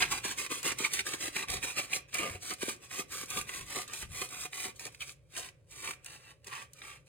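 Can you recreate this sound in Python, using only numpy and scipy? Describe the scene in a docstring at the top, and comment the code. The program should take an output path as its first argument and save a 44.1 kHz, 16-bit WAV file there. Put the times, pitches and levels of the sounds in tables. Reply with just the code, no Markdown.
"""Hiss and ringing rasp, stroke after stroke: film slips along the spiral groove of a plastic developing
reel that two hands twist back and forth above a desk, near a phone, in a small quiet room.
The film's edges hiss, its curled sheet rings and the reel drones. The film binds and snaps free,
the reel's halves clack, the ratchet clicks and once the reel groans.
The strokes start quick, then grow slower, duller and gentler."""
import sys
import numpy as np
from scipy import signal
from scipy.fft import rfft, irfft, next_fast_len
from scipy.io import wavfile
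from scipy.ndimage import map_coordinates

SR = 44100
rng = np.random.default_rng(int(sys.argv[2]) if len(sys.argv) > 2 else 0)


def generate_wav(signal):
    """Clip the signal to [-1, 1] and save it as 16-bit WAV at the path in sys.argv[1]."""
    frames = np.transpose(np.atleast_2d(signal))
    scaled = np.clip(frames, -1, 1) * 32767
    pcm = np.round(scaled).astype(np.int16)
    wavfile.write(sys.argv[1], SR, pcm)


N = 312225
TIME_S = np.arange(N) / SR


def amp(db):
    """Decibels to gain."""
    return 10 ** (np.asarray(db) / 20)


def unit(x):
    """x at rms 1."""
    return x / np.sqrt(np.mean(x ** 2) + 1e-20)


def along(points, hz):
    """(freq_hz, value) points read on a log frequency axis."""
    freqs, values = np.transpose(points)
    return np.interp(np.log(hz + 1), np.log(freqs + 1), values)


def wobble(knots_per_s):
    """Smooth random curve."""
    knots = rng.standard_normal(int(N * knots_per_s / SR) + 4)
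    return map_coordinates(knots, [TIME_S * knots_per_s])


def filtered(x, response):
    """x times a complex frequency response."""
    size = next_fast_len(N + SR // 2)
    return irfft(rfft(x, size) * response(np.fft.rfftfreq(size, 1 / SR)), size)[..., :N]


def ring(gain, size=8192):
    """Minimum-phase impulse response shaped by gain(hz), energy 1."""
    cepstrum = irfft(np.log(np.maximum(gain(np.fft.rfftfreq(size, 1 / SR)), 1e-6)))
    cepstrum[1:size // 2] *= 2
    cepstrum[size // 2 + 1:] = 0
    impulse = irfft(np.exp(rfft(cepstrum)))
    return impulse / np.linalg.norm(impulse)


def peaks(modes, hz):
    """Gain of resonances whose powers add."""
    return np.sqrt(sum(np.abs(amp(db) * hz * width / (pitch ** 2 - hz ** 2 + 1j * hz * width)) ** 2
                       for pitch, width, db in modes))


def resonator(modes, cutoff_hz, size=8192):
    """Impulse response of low-passed resonances."""
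    return ring(lambda hz: peaks(modes, hz) / np.hypot(1, (hz / cutoff_hz) ** 2), size)


def through(x, impulse):
    """x convolved with one impulse response, or one per channel."""
    return signal.fftconvolve(np.atleast_2d(x), np.atleast_2d(impulse), axes=1)[:, :N]


def stereo_noise(spectrum, apart):
    """Coloured noise, rms 1; apart is the gain of each channel's own part."""
    noise = rng.standard_normal(N) + apart * rng.standard_normal((2, N))
    return unit(filtered(noise, lambda hz: amp(along(spectrum, hz))))


# room noise: freq_hz, gain_db
AIR_SPECTRUM = [(20, -24.5), (45, -6), (62, 3.5), (90, 1.5), (128, 7), (165, -1.5), (215, -20.5),
                (300, -13.5), (420, -12.5), (560, -5.5), (720, -30.5), (900, -28.5), (2400, -38),
                (5000, -42.5), (15000, -52)]

def room_air():
    """Faint low murmur of the room."""
    return amp(-63) * stereo_noise(AIR_SPECTRUM, apart=0.49)


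# wrist twists: full_speed_s, slide_s, run_up_s, hiss_db, rasp_db, sag_db
TWISTS = [(0.006,0.049,0.038,-42,-34,8.5), (0.106,0.071,0.024,-42,-39.5,1), (0.258,0.065,0.028,-41.5,-40,3),
          (0.385,0.064,0.015,-40,-41.5,6), (0.517,0.08,0.018,-42,-43.5,8),
          (0.663,0.044,0.028,-37.5,-35.5,4), (0.796,0.06,0.018,-41.5,-39,5),
          (0.949,0.034,0.041,-39,-39.5,4.5), (1.068,0.085,0.018,-42,-42,4.5),
          (1.218,0.054,0.03,-39.5,-39.5,-0.5), (1.37,0.059,0.034,-43.5,-41.5,9),
          (1.491,0.081,0.017,-50,-40.5,-0.5), (1.637,0.082,0.023,-42.5,-42.5,4.5),
          (1.771,0.08,0.04,-48,-48,-3.5), (1.922,0.05,0.03,-46.5,-42.5,0.5),
          (2.088,0.044,0.01,-67.5,-63.5,7.5), (2.146,0.21,0.016,-46.5,-43.5,12.5),
          (2.425,0.085,0.017,-43.5,-48,-5.5), (2.621,0.1,0.035,-44.5,-45.5,-3),
          (2.841,0.032,0.029,-58,-56.5,8), (2.926,0.07,0.029,-44.5,-45,-1), (3.128,0.1,0.026,-43.5,-45,2),
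          (3.314,0.095,0.036,-43.5,-44,0), (3.483,0.14,0.017,-49.5,-47.5,2),
          (3.72,0.1,0.054,-44,-44.5,-0.5), (3.889,0.054,0.021,-52.5,-47,-8.5),
          (3.937,0.083,0.011,-44.5,-51.5,-1.5), (4.157,0.091,0.045,-44,-45.5,-0.5),
          (4.331,0.12,0.035,-49,-48.5,5), (4.547,0.11,0.026,-42.5,-45,-5), (4.765,0.028,0.017,-60.5,-75,7),
          (4.808,0.066,0.016,-52,-51,7.5), (4.929,0.049,0.043,-65.5,-66.5,4.5),
          (5.015,0.085,0.025,-53,-57.5,-6.5), (5.366,0.098,0.04,-49.5,-48.5,0.5),
          (5.72,0.19,0.027,-50,-51.5,-10.5), (6.055,0.1,0.019,-56.5,-53.5,-4.5),
          (6.243,0.064,0.18,-62.5,-57,-5), (6.475,0.15,0.029,-57.5,-52.5,-6),
          (6.779,0.015,0.051,-60,-59,-4.5), (6.822,0.15,0.0067,-69,-57,10),
          (7.074,0.03,0.019,-62.5,-62.5,-10)]
QUICK_SLIDE_S = 0.08  # longer slides are slower

def sliding():
    """Hiss and rasp envelopes: each twist runs up, slides and dies as the wrist turns round."""
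    resting_db, run_up_db, stop_db_per_s = -85.5, 12.5, 449.5
    power = np.full((2, N), amp(resting_db) ** 2)  # the film never lies quite still
    for start, length, run_up, hiss_db, rasp_db, sag_db in TWISTS:
        near = slice(max(int((start - 0.25) * SR), 0), int((start + length + 0.25) * SR))
        age = TIME_S[near] - start
        rise = run_up_db * (np.maximum(-age, 0) / run_up) ** 1.3
        sag = sag_db * (np.clip(age / length, 0, 1) - 0.5)
        stop = stop_db_per_s * np.maximum(age - length, 0)
        power[:, near] += amp(np.array([[hiss_db], [rasp_db]]) - rise - sag - stop) ** 2
    return np.sqrt(power)


def per_twist(x, response, size=2048):
    """x through a fresh impulse response(size, slide_s) at every twist; two channels."""
    out = np.zeros((2, N + size))
    cuts = [0] + [int((start - run_up) * SR) for start, _, run_up, *_ in TWISTS[1:]] + [N]
    for a, b, (_, slide_s, *_) in zip(cuts, cuts[1:], TWISTS):
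        if b > a:
            impulse = np.atleast_2d(response(size, slide_s))
            out[:, a:b + size - 1] += signal.fftconvolve(x[None, a:b], impulse, axes=1)
    return out[:, :N]


# film binding in the groove: peak_s, half_length_s, hiss_db, rasp_db, flange_db, drone_db
BINDS = [(0.016,0.028,-37.5,-29.5,-41,-52), (0.124,0.019,-34,-35.5,-40.5,-43.5),
         (0.247,0.01,-37.5,-39.5,-38.5,-50), (0.315,0.006,-47,-38.5,-59,-46.5),
         (0.466,0.0089,-55,-42,-50,-52), (0.516,0.015,-48,-40,-37.5,-44.5), (0.659,0.023,-38,-47,-47,-45),
         (0.722,0.0076,-40.5,-36.5,-42,-48), (0.853,0.023,-38.5,-32,-40.5,-67),
         (0.999,0.013,-38,-35,-63,-46), (1.144,0.0078,-42,-41,-42,-48), (1.25,0.022,-53,-44,-58,-44),
         (1.364,0.0051,-37.5,-37,-47.5,-39.5), (1.431,0.011,-48,-44,-41.5,-48),
         (1.531,0.036,-38,-47,-61,-44), (1.643,0.0088,-36.5,-41.5,-47,-45),
         (1.785,0.023,-36,-31.5,-45,-40.5), (1.947,0.023,-35,-42.5,-54,-48),
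         (2.231,0.052,-51,-45.5,-41.5,-46.5), (2.351,0.0081,-51,-47.5,-65,-44),
         (2.518,0.018,-46.5,-41.5,-46.5,-45.5), (2.625,0.014,-41,-37.5,-41,-53),
         (2.692,0.008,-36.5,-38.5,-33.5,-47), (2.997,0.022,-40.5,-58,-41.5,-46),
         (3.373,0.019,-39.5,-53,-41.5,-41.5), (3.559,0.041,-46.5,-53,-65,-67),
         (3.773,0.025,-41.5,-49,-41,-39.5), (4.028,0.02,-54.5,-44.5,-54,-48.5),
         (4.219,0.011,-40.5,-39,-46,-45), (4.418,0.036,-42,-51,-71,-64.5), (4.456,0.0089,-43,-40,-56,-45.5),
         (4.662,0.035,-47,-45.5,-52,-47.5), (4.866,0.015,-51,-47,-59,-49.5),
         (5.02,0.018,-45.5,-45.5,-61,-77), (5.384,0.021,-39,-46.5,-49,-51.5),
         (5.851,0.016,-45.5,-39,-47,-51), (5.88,0.02,-49.5,-44,-44,-50), (6.475,0.0094,-49,-48,-60,-51),
         (6.55,0.044,-53,-41.5,-46,-76), (6.882,0.068,-55,-49.5,-60,-64)]

def binding():
    """Envelopes of harder rubbing: the grip builds faster than it lets go."""
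    power = np.zeros((4, N))
    for peak_s, half_s, *levels_db in BINDS:
        near = slice(max(int((peak_s - 4 * half_s) * SR), 0), int((peak_s + 4 * half_s) * SR))
        age = TIME_S[near] - peak_s
        width = half_s * np.where(age < 0, 0.86, 1.12)
        power[:, near] += np.outer(amp(levels_db), np.exp(-(age / width) ** 2)) ** 2
    return np.sqrt(power)


def friction():
    """Drive envelopes of edge, sheet, flanges and reel: sliding plus binding."""
    hiss, rasp = sliding()
    return np.hypot([hiss, rasp, amp(-9) * rasp, amp(-9) * rasp], binding())


def slips(per_s, spread_db):
    """Tiny stick-slip releases, random in time and size, rms 1."""
    happens = rng.random(N) < per_s / SR
    signs = rng.choice([-1, 1], N)
    sizes = amp(spread_db * np.clip(rng.standard_normal(N), -2, 2))
    return unit(happens * signs * sizes)


def rubbing():
    """Stick-slip forces on edge, sheet, flanges and reel; slow slides break up into coarser slips."""
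    on_edge, on_sheet, on_flange, on_reel = friction()
    starts, lengths, *_ = np.transpose(TWISTS)
    extra_slide_s = np.interp(TIME_S, starts + lengths / 2, lengths) - QUICK_SLIDE_S
    judder = wobble(knots_per_s=170)  # the groove's grip varies from spot to spot
    grit = slips(per_s=130, spread_db=3) * amp(47.5 * extra_slide_s)
    edge = on_edge * amp(0.86 + 1.13 * judder) * (slips(per_s=11000, spread_db=4.5) + amp(-10) * grit)
    sheet = on_sheet * amp(-1.68 + 1.06 * judder) * (slips(per_s=2500, spread_db=3.5) + amp(-6.5) * grit)
    flange = on_flange * amp(-0.5 + 0.62 * judder) * (slips(per_s=4000, spread_db=5.5) + amp(-8) * grit)
    reel = on_reel * amp(-1 + 1.66 * judder) * slips(per_s=1500, spread_db=4)
    return edge, sheet, flange, reel


# film edge: freq_hz, gain_db
EDGE_SPECTRUM = [(1500, -25.5), (3300, -2.5), (5200, -2), (6600, 0.5), (8400, -0.5), (10000, 0),
                 (11800, -7.5), (13700, -8.5), (15000, -16), (16000, -15)]

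def edge_hiss(force):
    """The film's edges hiss in the groove."""
    return through(force, ring(lambda hz: amp(along(EDGE_SPECTRUM, hz))))[0]


def varied(modes, pitch_spread, spread_db):
    """Resonances shifted at random in pitch and strength."""
    draws = rng.standard_normal((len(modes), 2))
    return [(hz * (1 + pitch_spread * shift), width, db + spread_db * gain)
            for (hz, width, db), (shift, gain) in zip(modes, draws)]


# curled film resonances: pitch_hz, width_hz, gain_db
FILM_MODES = [(1607, 25, -7.5), (1990, 86, -5.5), (2000, 130, -4.5), (2400, 98, 2.5), (2630, 140, -2.5),
              (3114, 59, -5), (3920, 180, -7)]
# broad response of the sheet: freq_hz, gain_db
SHEET_SPECTRUM = [(300, -40.5), (700, -17.5), (1000, -7.5), (1500, -1.5), (2400, -3), (3200, -8.5),
                  (4500, -9), (6000, -11), (9000, -41)]

def curled_film(size, slide_s):
    """Impulse response of the film, which bends differently each twist; slow slides lose treble."""
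    dull_above_hz, dulling_db_per_s = 3700, 54.5
    modes = varied(FILM_MODES, pitch_spread=0.022, spread_db=1.6)
    loss_db = dulling_db_per_s * (slide_s - QUICK_SLIDE_S)

    def gain(hz):
        treble = (1 + np.tanh((hz - dull_above_hz) / 400)) / 2
        return amp(-loss_db * treble) * np.hypot(peaks(modes, hz), amp(along(SHEET_SPECTRUM, hz) - 5.5))
    return ring(gain, size)


# flange resonances: pitch_hz, width_hz, gain_db
FLANGE_MODES = [(927, 88, -9), (1093, 36, -1), (1169, 49, 5.5), (2130, 88, -7.5), (2420, 80, -4)]

def held_flanges(size, _slide_s):
    """Impulse response of the flanges, damped differently by the fingers each twist."""
    return resonator(varied(FLANGE_MODES, pitch_spread=0.015, spread_db=2.5), cutoff_hz=3500, size=size)


def flexing(x, depth_s=0.001):
    """Film and flanges flex, so their ring wavers in pitch."""
    return map_coordinates(x[0], [np.arange(N) + depth_s * SR * wobble(knots_per_s=14)])


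# hand-held reel resonances: pitch_hz, width_hz, gain_db
REEL_MODES = [(165, 220, -7.5), (308, 46, -4.5), (383, 43, 1), (513, 100, -1.5), (731, 32, 3),
              (915, 150, -4.5)]

def reel_drone(force, cutoff_hz):
    """The whole reel resonates."""
    return through(force, resonator(REEL_MODES, cutoff_hz))[0]


# film skidding in the groove: start_s, peak_db, first_hz, last_hz, length_s
SKIDS = [(0.015, -23, 1600, 1600, 0.028), (0.668, -34.5, 460, 300, 0.014),
         (0.846, -20.5, 2000, 2690, 0.0094), (0.991, -24, 1990, 2780, 0.006),
         (1.361, -25, 2345, 2460, 0.012), (1.93, -23, 2416, 2460, 0.01), (2.182, -31, 2410, 2290, 0.015),
         (2.194, -34, 363, 290, 0.022), (5.003, -35, 3406, 2008, 0.034), (5.35, -43, 2910, 1003, 0.036),
         (5.382, -45, 904, 380, 0.0264)]

def skids():
    """Fast stick-slip: a rough chirp that glides with the tension, and a scrape at each release."""
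    chirp, scrape = np.zeros((2, N + SR))
    for start_s, db, first_hz, last_hz, length_s in SKIDS:
        progress = np.linspace(0, 1, int(length_s * SR))
        drift, grit = rng.standard_normal((2, SR // 4))[:, :len(progress)]
        cycles = np.cumsum(first_hz * (last_hz / first_hz) ** progress) / SR
        stray_cycles = 0.081 * np.cumsum(drift) * np.sqrt(first_hz / SR)
        wave = np.sin(2 * np.pi * (cycles + stray_cycles))
        swell = amp(db) * np.sin(np.pi * progress ** 0.77)
        chirp[round(start_s * SR):][:len(wave)] += swell * wave
        scrape[round(start_s * SR):][:len(wave)] += swell * grit * np.maximum(wave, 0) ** 2
    return chirp[:N], scrape[:N]


def chatter(starts_s, energies_db, t60_s):
    """Force of sharp releases, each a dying noise burst."""
    force, t = np.zeros(N + SR), np.arange(SR // 20) / SR
    for start_s, db in zip(starts_s, energies_db):
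        burst = rng.standard_normal(len(t)) * amp(-60 * t / t60_s)
        force[round(start_s * SR):][:len(t)] += amp(db) * burst / np.linalg.norm(burst)
    return force[:N]


# film catching, relative levels: start_s, snap_db, tick_db
CATCHES = [(0.022, -9, -46.5), (0.078, -27.5, -53.5), (0.181, -28, -44.5), (0.2424, -28, -43.5),
           (0.3112, -34.5, -38), (0.3845, -29, -36), (0.4633, -25.5, -43), (0.5112, -41.5, -38.5),
           (0.6305, -31, -40), (0.7872, -37, -35), (0.848, -16, -39.5), (0.9354, -30.5, -27),
           (0.9917, -14.5, -42), (1.066, -24, -42.5), (1.3662, -29, -39), (1.387, -29, -46),
           (1.406, -29, -47), (1.4272, -25, -44), (1.4843, -25, -41.5), (1.501, -29.5, -32),
           (1.569, -26, -43), (1.6343, -23.5, -37), (1.638, -22.5, -44), (1.898, -36, -56.5),
           (1.9315, -38, -37), (1.961, -22, -45), (2.1292, -29.5, -63), (2.1442, -27, -31),
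           (2.1837, -35, -38.5), (2.278, -26.5, -52.5), (2.314, -30, -57), (2.5364, -47.5, -37),
           (2.622, -23.5, -44), (2.692, -28, -43), (2.912, -28, -52), (3.258, -51, -46.5),
           (3.3027, -34, -34.5), (3.3872, -48, -33.5), (3.4127, -23, -37.5), (3.493, -24.5, -48.5),
           (3.54, -27, -53), (3.665, -40, -51.5), (3.787, -27, -44), (3.878, -39, -44), (3.935, -24.5, -37),
           (4.2888, -43, -44), (4.309, -45, -44.5), (4.436, -26, -43.5), (4.5308, -25.5, -62.5),
           (4.602, -29.5, -42.5), (4.6432, -22, -47.5), (4.795, -32, -42.5), (4.853, -23, -41),
           (4.866, -30.5, -43), (4.947, -33, -52.5), (5.007, -35, -49), (5.094, -31, -55),
           (5.365, -26.5, -40.5), (5.488, -35, -52.5), (5.711, -53, -56.5), (5.847, -25.5, -44),
           (5.876, -25, -45), (5.908, -23.5, -54.5), (5.934, -28, -58), (6.0609, -27.5, -41.5),
           (6.4445, -41.5, -53), (6.4712, -33, -46), (6.7339, -48, -52), (6.8197, -29.5, -61),
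           (6.85, -34.5, -59), (6.928, -39, -58)]

def catches():
    """The film catches and lets go: a tick on its edge, a snap on its sheet."""
    starts_s, snap_db, tick_db = np.transpose(CATCHES)
    return chatter(starts_s, tick_db + 23.5, t60_s=0.031), chatter(starts_s, snap_db + 9.5, t60_s=0.013)


# grip shifts: peak_s, level_db, half_length_s
BUMPS = [(0.103, -55, 0.19), (0.713, -66.5, 0.079), (1.017, -61, 0.071), (1.552, -48, 0.072),
         (3.384, -54.5, 0.088), (3.634, -54.5, 0.065), (4.097, -50, 0.082)]

def hands():
    """Soft low bumps of fingers on the reel, a little to the left."""
    push = sum(amp(db) * np.exp(-((TIME_S - peak_s) / half_s) ** 2) for peak_s, db, half_s in BUMPS)
    # freq_hz, gain_db
    spectrum = [(20, -23.5), (45, 0.5), (75, -1.5), (140, -3), (220, -13.5), (500, -52.5), (1500, -100)]
    return push * stereo_noise(spectrum, apart=0.3) * amp([[1.5], [-1.5]])


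# reel halves hitting their stops: start_s, thump_db, crack_db
CLACKS = [(0.2476,-35,-25), (0.515,-36,-32.5), (0.658,-31,-27.5), (0.7185,-37,-23), (0.7998,-32.5,-32),
          (1.1365,-34,-19.5), (1.2799,-40,-21.5), (2.5062,-41,-21), (2.628,-29.5,-19), (2.6781,-31.5,-26),
          (2.9894,-35.5,-22.5), (3.2312,-39,-30), (3.3723,-37.5,-19.5), (3.7617,-36.5,-23.5),
          (4.0226,-44,-25.5), (4.2152,-37,-22), (4.856,-42.5,-38.5)]

def clack_thumps():
    """Body of each clack: a downward sweep as the bending wave spreads, highs first."""
    length_s, fall_s, first_hz, last_hz = 0.012, 0.002, 2400, 247.4
    out, t = np.zeros(N + SR), np.arange(int(length_s * SR)) / SR
    sweep_hz = last_hz + (first_hz - last_hz) * np.exp(-t / fall_s)
    for (start_s, db, _), (detune, phase) in zip(CLACKS, rng.standard_normal((len(CLACKS), 2))):
        wave = np.sin(2 * np.pi * (np.cumsum(sweep_hz * np.exp(0.0692 * detune)) / SR + phase))
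        out[round(start_s * SR):][:len(t)] += amp(db) * np.sin(np.pi * t / length_s) ** 2 * wave
    return out[:N]


def clack_cracks():
    """Force of the plastic crack in each clack."""
    starts_s, _, crack_db = np.transpose(CLACKS)
    return chatter(starts_s, crack_db, t60_s=0.029)


# ratchet clicks: start_s, level_db
CLICKS = [(0.6298, -34), (0.786, -32), (0.9345, -28), (1.5013, -32), (2.1423, -29), (5.1217, -46.5),
          (6.046, -40), (6.4693, -42), (6.7338, -44.5)]
# click colour: freq_hz, gain_db
CLICK_SPECTRUM = [(1500, -23.5), (4000, -8), (7500, 4.5), (11000, -2), (13500, -6.5), (16000, -8)]

def ratchet(t60_s=0.016):
    """The ratchet grips the film: bright clicks from the rim, by a separate path to each microphone."""
    bursts, t = np.zeros((2, N + SR)), np.arange(SR // 25) / SR
    for start_s, db in CLICKS:
        burst = amp(db - 60 * t / t60_s) * rng.standard_normal((2, len(t)))
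        bursts[:, round(start_s * SR):][:, :len(t)] += burst
    direct = through(bursts, ring(lambda hz: amp(along(CLICK_SPECTRUM, hz))))
    return direct + amp(-15.5) * walls(direct)


def groan(start_s=2.215, length_s=0.095, level_db=-45):
    """A long twist grinds to a halt: uneven, slowing slips shake the reel."""
    first_hz, last_hz, jitter_cycles, spread_db = 239.2, 129.8, 0.3, 3
    progress = np.linspace(0, 1, int(length_s * SR))
    cycles = np.cumsum(first_hz * (last_hz / first_hz) ** progress) / SR
    late, size = rng.standard_normal((2, 100))[:, :int(cycles[-1])]
    slip_samples = np.searchsorted(cycles, np.arange(len(late)) + jitter_cycles * late)
    force = np.zeros(N)
    force[round(start_s * SR) + slip_samples] = amp(spread_db * size)
    force *= amp(level_db) * np.sqrt(len(progress)) / np.linalg.norm(force)
    return reel_drone(force, cutoff_hz=600)


# reel meeting the palm: start_s, level_db
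THUDS = [(2.306, -37), (2.349, -36)]

def palm_thuds(pitch_hz=91.6, attack_s=0.003, t60_s=0.11):
    """After the groan the reel settles into the palm with dull thuds."""
    out = np.zeros(N)
    for start_s, db in THUDS:
        age = np.maximum(TIME_S - start_s, 0)
        envelope = amp(db - 60 * age / t60_s) * (1 - np.exp(-age / attack_s))
        out += envelope * np.sin(2 * np.pi * pitch_hz * age)
    return out


# sizzle against the edge hiss envelope: time_s, gain_db
SIZZLE_GAINS = [(2.85, -38), (2.95, -12), (3.4, -11), (3.55, -15), (4.3, -15), (4.7, -20), (4.9, -38)]

def sizzle(centre_hz=12200, width_hz=480):
    """A thin, diffuse sizzle rides on the edge hiss, strongest in the middle twists."""
    grains = np.array([slips(per_s=8000, spread_db=4.5) for _ in range(2)])
    band = unit(filtered(grains, lambda hz: np.exp(-((hz - centre_hz) / width_hz) ** 2)))
    return friction()[0] * amp(np.interp(TIME_S, *np.transpose(SIZZLE_GAINS))) * band


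def film_in_reel():
    """Rubbing, skids, catches and cracks drive the film's edge and sheet, the flanges and the reel."""
    crack = clack_cracks()
    chirp, scrape = skids()
    on_edge, on_sheet, on_flange, on_reel = rubbing()
    tick, snap = catches()
    hiss = edge_hiss(on_edge + amp(5) * crack + tick)
    rasp = per_twist(on_sheet + amp(9.5) * crack + snap + amp(-13) * scrape, curled_film)
    flange = per_twist(on_flange + amp(1) * crack + amp(-23) * scrape, held_flanges)
    drone = reel_drone(on_reel + amp(0.5) * crack, cutoff_hz=1300)
    return hiss + drone + flexing(rasp + flange) + chirp


def close_echoes(size, _slide_s):
    """Impulse responses of close reflections, one per microphone port."""
    t = np.arange(size) / SR
    burst = rng.standard_normal((2, size)) * amp(-60 * t / 0.028) * (1 - np.exp(-t / 0.00055))
    flat = irfft(np.exp(1j * np.angle(rfft(burst))), size)  # smears without ringing
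    impulse = flat * amp(-60 * t / 0.08)
    return impulse / np.linalg.norm(impulse, axis=1, keepdims=True)


# room decay: freq_hz, t60_s
WALL_DECAY = [(200, 0.65), (2500, 0.35), (8000, 0.16), (15000, 0.14)]

def walls(x, build_s=0.008):
    """Short tail of a small room; the treble dies first."""
    hz, t, noise = signal.stft(rng.standard_normal((2, SR // 3)), SR, nperseg=128)
    envelope = amp(-60 * t / along(WALL_DECAY, hz)[:, None]) * (1 - np.exp(-t / build_s))
    _, tail = signal.istft(noise * envelope, SR, nperseg=128)
    return through(x, tail / np.linalg.norm(tail, axis=1, keepdims=True))


# phase between microphone ports: freq_hz, left_lead_rad
PORT_PHASE = [(220, 0), (430, -1.05), (600, -1.6), (720, -1.6), (1300, .4), (2400, .8), (4000, 1.5),
              (5400, 3.1), (7000, 4.7), (8500, 6.3), (10000, 7.7), (11600, 9.4), (13300, 11), (15000, 12.6)]
# balance between ports: freq_hz, left_minus_right_db
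PORT_BALANCE = [(100, 1.2), (450, 2.2), (800, -1.6), (1600, .8), (2000, -3.2), (2500, -4.8), (3600, -2.4),
                (5500, 0), (15000, 0)]
# diffuse stereo sound against the direct sound, with narrow treble dips: freq_hz, level_db
DIFFUSE_LEVELS = [(150, -16), (450, -9.5), (900, 9), (2000, -0.5), (3300, -3), (4600, 4.5), (5600, -15),
                  (7000, 1.5), (8500, -20), (10200, 7.5), (11800, -24.5), (13300, -2.5), (15000, -13)]

def room(x):
    """The phone's two ports hear the direct sound, a diffuse stereo smear and the room's tail."""
    sides = np.array([[0.5], [-0.5]])
    diffuse_gain = lambda hz: amp(along(DIFFUSE_LEVELS, hz))
    direct = filtered(x, lambda hz: np.exp(1j * sides * along(PORT_PHASE, hz)))
    left, right = filtered(per_twist(x, close_echoes), diffuse_gain) + amp(-16) * walls(x)
    apart = filtered(left - right, lambda hz: hz / np.hypot(hz, 400))  # long waves reach both alike
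    diffuse = (left + right) / 2 + sides * apart
    port_gain = lambda hz: amp(sides * along(PORT_BALANCE, hz)) / np.hypot(1, diffuse_gain(hz))
    return filtered(direct + diffuse, port_gain)


def scene():
    """The reel, the hands and the quiet room."""
    reel = film_in_reel() + clack_thumps() + groan() + palm_thuds()
    return room(reel) + ratchet() + sizzle() + hands() + room_air()


def record(dry):
    """The phone keeps nothing above its band limit."""
    top_hz = 15870
    return filtered(dry, lambda hz: hz < top_hz)


dry = scene()
out = record(dry)
generate_wav(out)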